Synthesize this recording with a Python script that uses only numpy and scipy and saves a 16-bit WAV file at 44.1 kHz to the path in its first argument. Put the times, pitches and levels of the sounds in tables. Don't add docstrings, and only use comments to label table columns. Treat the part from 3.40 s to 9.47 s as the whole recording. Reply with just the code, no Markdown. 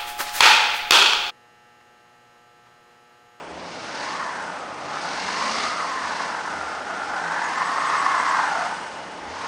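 import sys
import numpy as np
from scipy import signal
from scipy.fft import rfft, irfft, next_fast_len
from scipy.io import wavfile
from scipy.ndimage import uniform_filter1d, map_coordinates

SR = 44100
rng = np.random.default_rng(int(sys.argv[2]) if len(sys.argv) > 2 else 0)


def output_pcm(signal):
    pcm = np.clip(np.atleast_2d(signal).T, -1, 1) * 32767
    wavfile.write(sys.argv[1], SR, np.round(pcm).astype(np.int16))


N = 267775

# time_s, tread_blocks_per_second_hz, upper_band_multiple_of_that,
# bite_db (level of the whine before grip and wheel arch)
WHEEL_SPIN = [(0, 516, 1.75, -47), (.14, 569, 1.75, -50), (.42, 763, 1.75, -45.5),
              (.58, 914.6, 1.75, -34.5), (.82, 1059, 1.75, -31.5), (1.1, 846, 1.7, -37),
              (1.3, 705.4, 1.75, -40.5), (1.42, 663.3, 1.75, -40), (1.54, 800, 1.62, -33.5),
              (1.72, 870, 1.75, -32.5), (1.9, 991, 1.8, -31.5), (2.1, 1069, 1.85, -28.5),
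              (2.2, 1230, 1.72, -29), (2.37, 1260, 1.7, -29), (2.47, 1075, 1.75, -30),
              (2.8, 958.6, 1.73, -30.5), (3.2, 802, 1.75, -32.5), (3.45, 748.8, 1.9, -35),
              (3.7, 792, 1.8, -33), (4.0, 931.3, 1.75, -27), (4.3, 1087, 1.7, -25.5), (4.6, 1123, 1.6, -23),
              (4.9, 1058, 1.55, -22.5), (5.12, 846, 1.7, -25), (5.24, 710, 1.85, -26),
              (5.31, 900, 1.65, -31), (5.5, 880, 1.7, -37), (5.76, 800, 1.75, -44),
              (5.87, 800, 1.75, -41.5), (6.07, 1077, 1.75, -31)]
# time_s, pitch_hz, level_db
ENGINE_NOTES = [
    [(.05, 58, -62), (.15, 73, -55), (.25, 90, -60), (.4, 118, -58), (.6, 150, -59), (.8, 172, -59)],
    [(1.3, 118, -60), (1.55, 150, -53), (1.75, 178, -50), (1.9, 195, -52), (2.05, 215, -45),
     (2.25, 238, -48), (2.4, 248, -57)],
    [(3.03, 84, -63), (3.25, 79, -57), (3.4, 75, -62), (3.6, 69, -66), (3.8, 64, -68)],
    [(3.72, 171, -52), (3.87, 168, -48), (4.0, 165, -58), (4.3, 159, -56), (4.6, 153, -58),
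     (4.85, 147, -59)],
    [(5.78, 65, -62), (5.9, 77, -54), (6.0, 95, -57), (6.12, 112, -56)],
]
USUAL_BITE_DB = -33


def amp(db):
    return 10 ** (np.asarray(db) / 20)


def unit(x):
    return x / np.sqrt(np.mean(np.abs(x) ** 2) + 1e-20)


def along(points, at):
    position, value = np.transpose(points)
    return np.interp(np.log(at + 1e-6), np.log(position), value)


def curves(rows):
    time_s, *columns = np.transpose(rows)
    return [np.interp(np.arange(N) / SR, time_s, column) for column in columns]


def wobble(rate):
    return map_coordinates(rng.standard_normal(N // 100), [np.arange(N) * rate / SR])


def filtered(x, response):
    size = next_fast_len(N + 8192)
    spectrum = rfft(x, size) * response(np.fft.rfftfreq(size, 1 / SR))
    return irfft(spectrum, size)[:N]


def rush(spectrum, patchy_db):
    grains = signal.stft(rng.standard_normal(N + 512), nperseg=512)[2]
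    patches = uniform_filter1d(rng.standard_normal(grains.shape), size=6, axis=0)
    patches = uniform_filter1d(patches, size=8, axis=1)
    noise = signal.istft(grains * amp(patchy_db * unit(patches)), nperseg=512)[1][:N]
    return unit(filtered(noise, lambda hz: amp(along(spectrum, hz))))


def narrow(centre_hz, width_hz):
    def bell(hz):
        return np.exp(-.5 * ((hz - centre_hz) / (width_hz / 2)) ** 2)
    return unit(filtered(rng.standard_normal(N), bell))


def throttle():
    # opens_s, shuts_s, hiss_db as it shuts (before flutter and throb)
    presses = [(0.032, 0.704, -37.5), (1.37, 2.24, -30), (2.301, 2.82, -37.5), (5.8, 6.05, -42.5)]
    opening_bend, shut_db_per_s = 0.85, 85
    t = np.arange(N) / SR
    gain = np.zeros(N)
    for opens, shuts, db in presses:
        progress = np.clip((t - opens) / (shuts - opens), 0, 1)
        drop_db = shut_db_per_s * np.maximum(t - shuts, 0)
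        gain += progress ** opening_bend * amp(db - drop_db)
    return gain


def driven(level_db, grows, throttle_db, lag_s=0):
    at = np.arange(N)
    bite_db = np.interp(at - lag_s * SR, at, curves(WHEEL_SPIN)[-1]) - USUAL_BITE_DB
    return np.hypot(amp(level_db + grows * bite_db), amp(throttle_db) * throttle())


def firing(rows):
    t = np.arange(N) / SR
    hz, db = curves(rows)
    heard = np.clip(np.minimum(t - rows[0][0], rows[-1][0] - t) / .05, 0, 1)
    return heard, 2 * np.pi * np.cumsum(hz) / SR, db


def street():
    # frequency_hz, relative_level_db_per_hz
    traffic = [(13, -67.5), (22, -27), (87, -17), (145, -12.5), (183, -7), (280, -3.5), (312, -7), (602, 0),
               (760, -3), (882, 0.5), (960, -5), (1290, -9), (2890, -16.5), (3500, -21.5), (4550, -59),
               (7700, -120)]
    # centre_hz, width_hz, level_db
    street_hums = [(84, 8.8, -67), (173.3, 4.1, -58), (295.8, 4.4, -54.5), (320.7, 8.8, -56)]
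    hums = sum(amp(db) * narrow(hz, width_hz) for hz, width_hz, db in street_hums)
    gain = driven(level_db=-37, grows=0.033, throttle_db=-4.5)
    return gain * rush(traffic, patchy_db=0.25) + hums


def squeals():
    # time_s, level_db before the flicker
    squeak_levels = [(4.8, -59), (5.25, -52.5), (5.7, -54.5), (5.85, -64)]
    # start_s, pitch_hz, level_db
    chirp_list = [(4.027, 6706, -43), (4.15, 7400, -50), (4.24, 7905, -47), (4.37, 8020, -48),
                  (4.455, 8090, -43.5), (4.565, 7920, -43), (4.774, 7916, -46), (4.865, 7680, -46)]
    chirp_s, chirp_width_hz = 0.049, 180
    t = np.arange(N) / SR
    heard = (t > squeak_levels[0][0]) & (t < squeak_levels[-1][0])
    flicker_db = 2.5 * wobble(20)
    out = heard * amp(curves(squeak_levels)[0] + flicker_db) * narrow(2910, width_hz=110)
    for start_s, hz, db in chirp_list:
        swell = np.sin(np.pi * np.clip((t - start_s) / chirp_s, 0, 1)) ** 0.72
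        out += amp(db) * np.abs(swell) * narrow(hz, chirp_width_hz)
    return out


def exhaust():
    out = np.zeros(N)
    for heard, phase, db in map(firing, ENGINE_NOTES):
        tone = np.sqrt(2) * np.sin(phase + .3 * wobble(10))
        out += heard * amp(db + 2 * wobble(12)) * tone
    return out


def intake(flutter_db):
    # frequency_hz, relative_level_db_per_hz
    intake_colour = [(1350, -22), (2300, -0.5), (2520, -10.5), (2720, -1.5), (3160, -9), (3520, -7),
                     (4360, -3.5), (5030, -4.5), (6650, -11.5), (7400, -20), (9620, -39.5), (16300, -120)]
    throb = sum(heard * np.sin(phase / 4) for heard, phase, db in map(firing, ENGINE_NOTES[:2]))
    return throttle() * amp(flutter_db + 1.5 * throb) * rush(intake_colour, patchy_db=0.9)


def wheel_hiss(flutter_db):
    # frequency_hz, relative_level_db_per_hz
    hiss_colour = [(1350, -27), (2300, -2.5), (2720, -4.5), (3160, -7), (3520, -7.5), (4360, -7.5),
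                   (5030, -7), (6650, -11), (7400, -18.5), (9620, -38), (16300, -120)]
    level_db, grows = -42, 0.59
    bite_db = curves(WHEEL_SPIN)[-1] - USUAL_BITE_DB
    return amp(level_db + grows * bite_db + flutter_db) * rush(hiss_colour, patchy_db=0.74)


def thrown_snow(flutter_db):
    # frequency_hz, relative_level_db_per_hz
    spray_colour = [(4060, -57.5), (6900, -7), (7280, -6), (7770, 1), (8140, 0.5), (9880, -5.5),
                    (12800, -32), (21700, -120)]
    gain = driven(level_db=-55, grows=0.56, throttle_db=-18.5, lag_s=0.066)
    return gain * amp(flutter_db + 0.7 * wobble(50)) * rush(spray_colour, patchy_db=1.0)


def air():
    flutter_db = 0.73 * wobble(110)
    return intake(flutter_db) + wheel_hiss(flutter_db) + thrown_snow(flutter_db)


def surroundings(hz):
    # frequency_hz, gain_db
    arch_colour = [(400, -23), (700, -3.5), (1000, -2.5), (1400, 0), (1700, -1), (2150, 1.5), (2300, -22),
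                   (3200, -17)]
    # centre_hz, width_hz, gain_db
    arch_hollows = [(885, 60, 1.5), (1058, 40, 4), (1145, 30, 2), (1170, 25, -2), (1250, 40, 2),
                    (1315, 30, -2.5), (1355, 50, 2), (1500, 70, 1), (1685, 35, -3), (1740, 70, 3),
                    (2000, 50, 1.5), (2130, 70, 1.5)]
    # delay_s, level_db
    near_echoes = [(.021, -16.5), (0.0072, -25), (0.004, -28)]
    hollows_db = sum(db * np.exp(-.5 * ((hz - centre_hz) / (width_hz / 2)) ** 2)
                     for centre_hz, width_hz, db in arch_hollows)
    comb = 1 + sum(amp(db) * np.exp(-2j * np.pi * hz * delay_s) for delay_s, db in near_echoes)
    return amp(along(arch_colour, hz) + hollows_db) * comb


def tread(band, block_hz, firm, wander):
    steps, size = 24, 2 ** 18
    blocks = np.cumsum(block_hz) / SR
    multiple = np.fft.rfftfreq(size, 1 / steps)
    profile = unit(irfft(rfft(rng.standard_normal(size)) * amp(along(band, multiple))))
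    smear = map_coordinates(profile, [blocks * steps], mode="wrap")
    tone = np.sqrt(2) * np.sin(2 * np.pi * blocks + wander * wobble(130))
    return np.sqrt(firm) * tone + np.sqrt(1 - firm) * smear


def tyre():
    # multiple_of_band_centre, relative_level_db
    lower_smear = [(.6, -31), (.8, -9.5), (.92, -6), (1.0, -10), (1.08, -6.5), (1.25, -10.5), (1.5, -32)]
    upper_smear = [(.7, -34.5), (.84, -3), (.93, -3.5), (1.0, -8), (1.08, -7.5), (1.2, -6), (1.5, -37)]
    # time_s, level_db
    upper_balance = [(0, -2), (.42, 0.5), (.82, -9), (1.05, -0.5), (1.65, -3.5), (2.1, -11), (2.5, -8),
                     (2.9, -5.5), (3.25, 0), (3.75, 0), (4.05, -4), (4.35, -10.5), (4.75, -9), (5.05, -4),
                     (5.3, -4.5), (5.85, -9.5), (6.07, -15)]
    # frequency_hz, relative_level_db_per_hz
    scrub_colour = [(240, -55), (400, -44), (487, -47), (655, -3.5), (1050, -5.5), (1620, -8), (1770, -10),
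                    (2380, -15), (3400, -10), (4420, -42), (7480, -120)]
    block_hz, ratio, whine_db = curves(WHEEL_SPIN)
    upper_db = whine_db + curves(upper_balance)[0]
    rubber = tread(lower_smear, block_hz, firm=.55, wander=1.9) * amp(whine_db)
    rubber += tread(upper_smear, block_hz * ratio, firm=.55, wander=2.0) * amp(upper_db)
    scrub_gain = driven(level_db=-34, grows=0.79, throttle_db=-4)
    rubber += scrub_gain * rush(scrub_colour, patchy_db=0.8)
    turn = np.sin(2 * np.pi * np.cumsum(block_hz) / SR / 100 + wobble(3))
    grip = amp(0.37 * turn + 1.95 * wobble(150))
    return filtered(grip * rubber, surroundings)


def scene():
    return (street() + squeals() + exhaust() + air() + tyre())[None]


def record(dry):
    top_hz, slope_hz = 10060, 60
    return filtered(dry[0], lambda hz: np.clip((top_hz - hz) / slope_hz, 0, 1))[None]


dry = scene()
out = record(dry)
output_pcm(out)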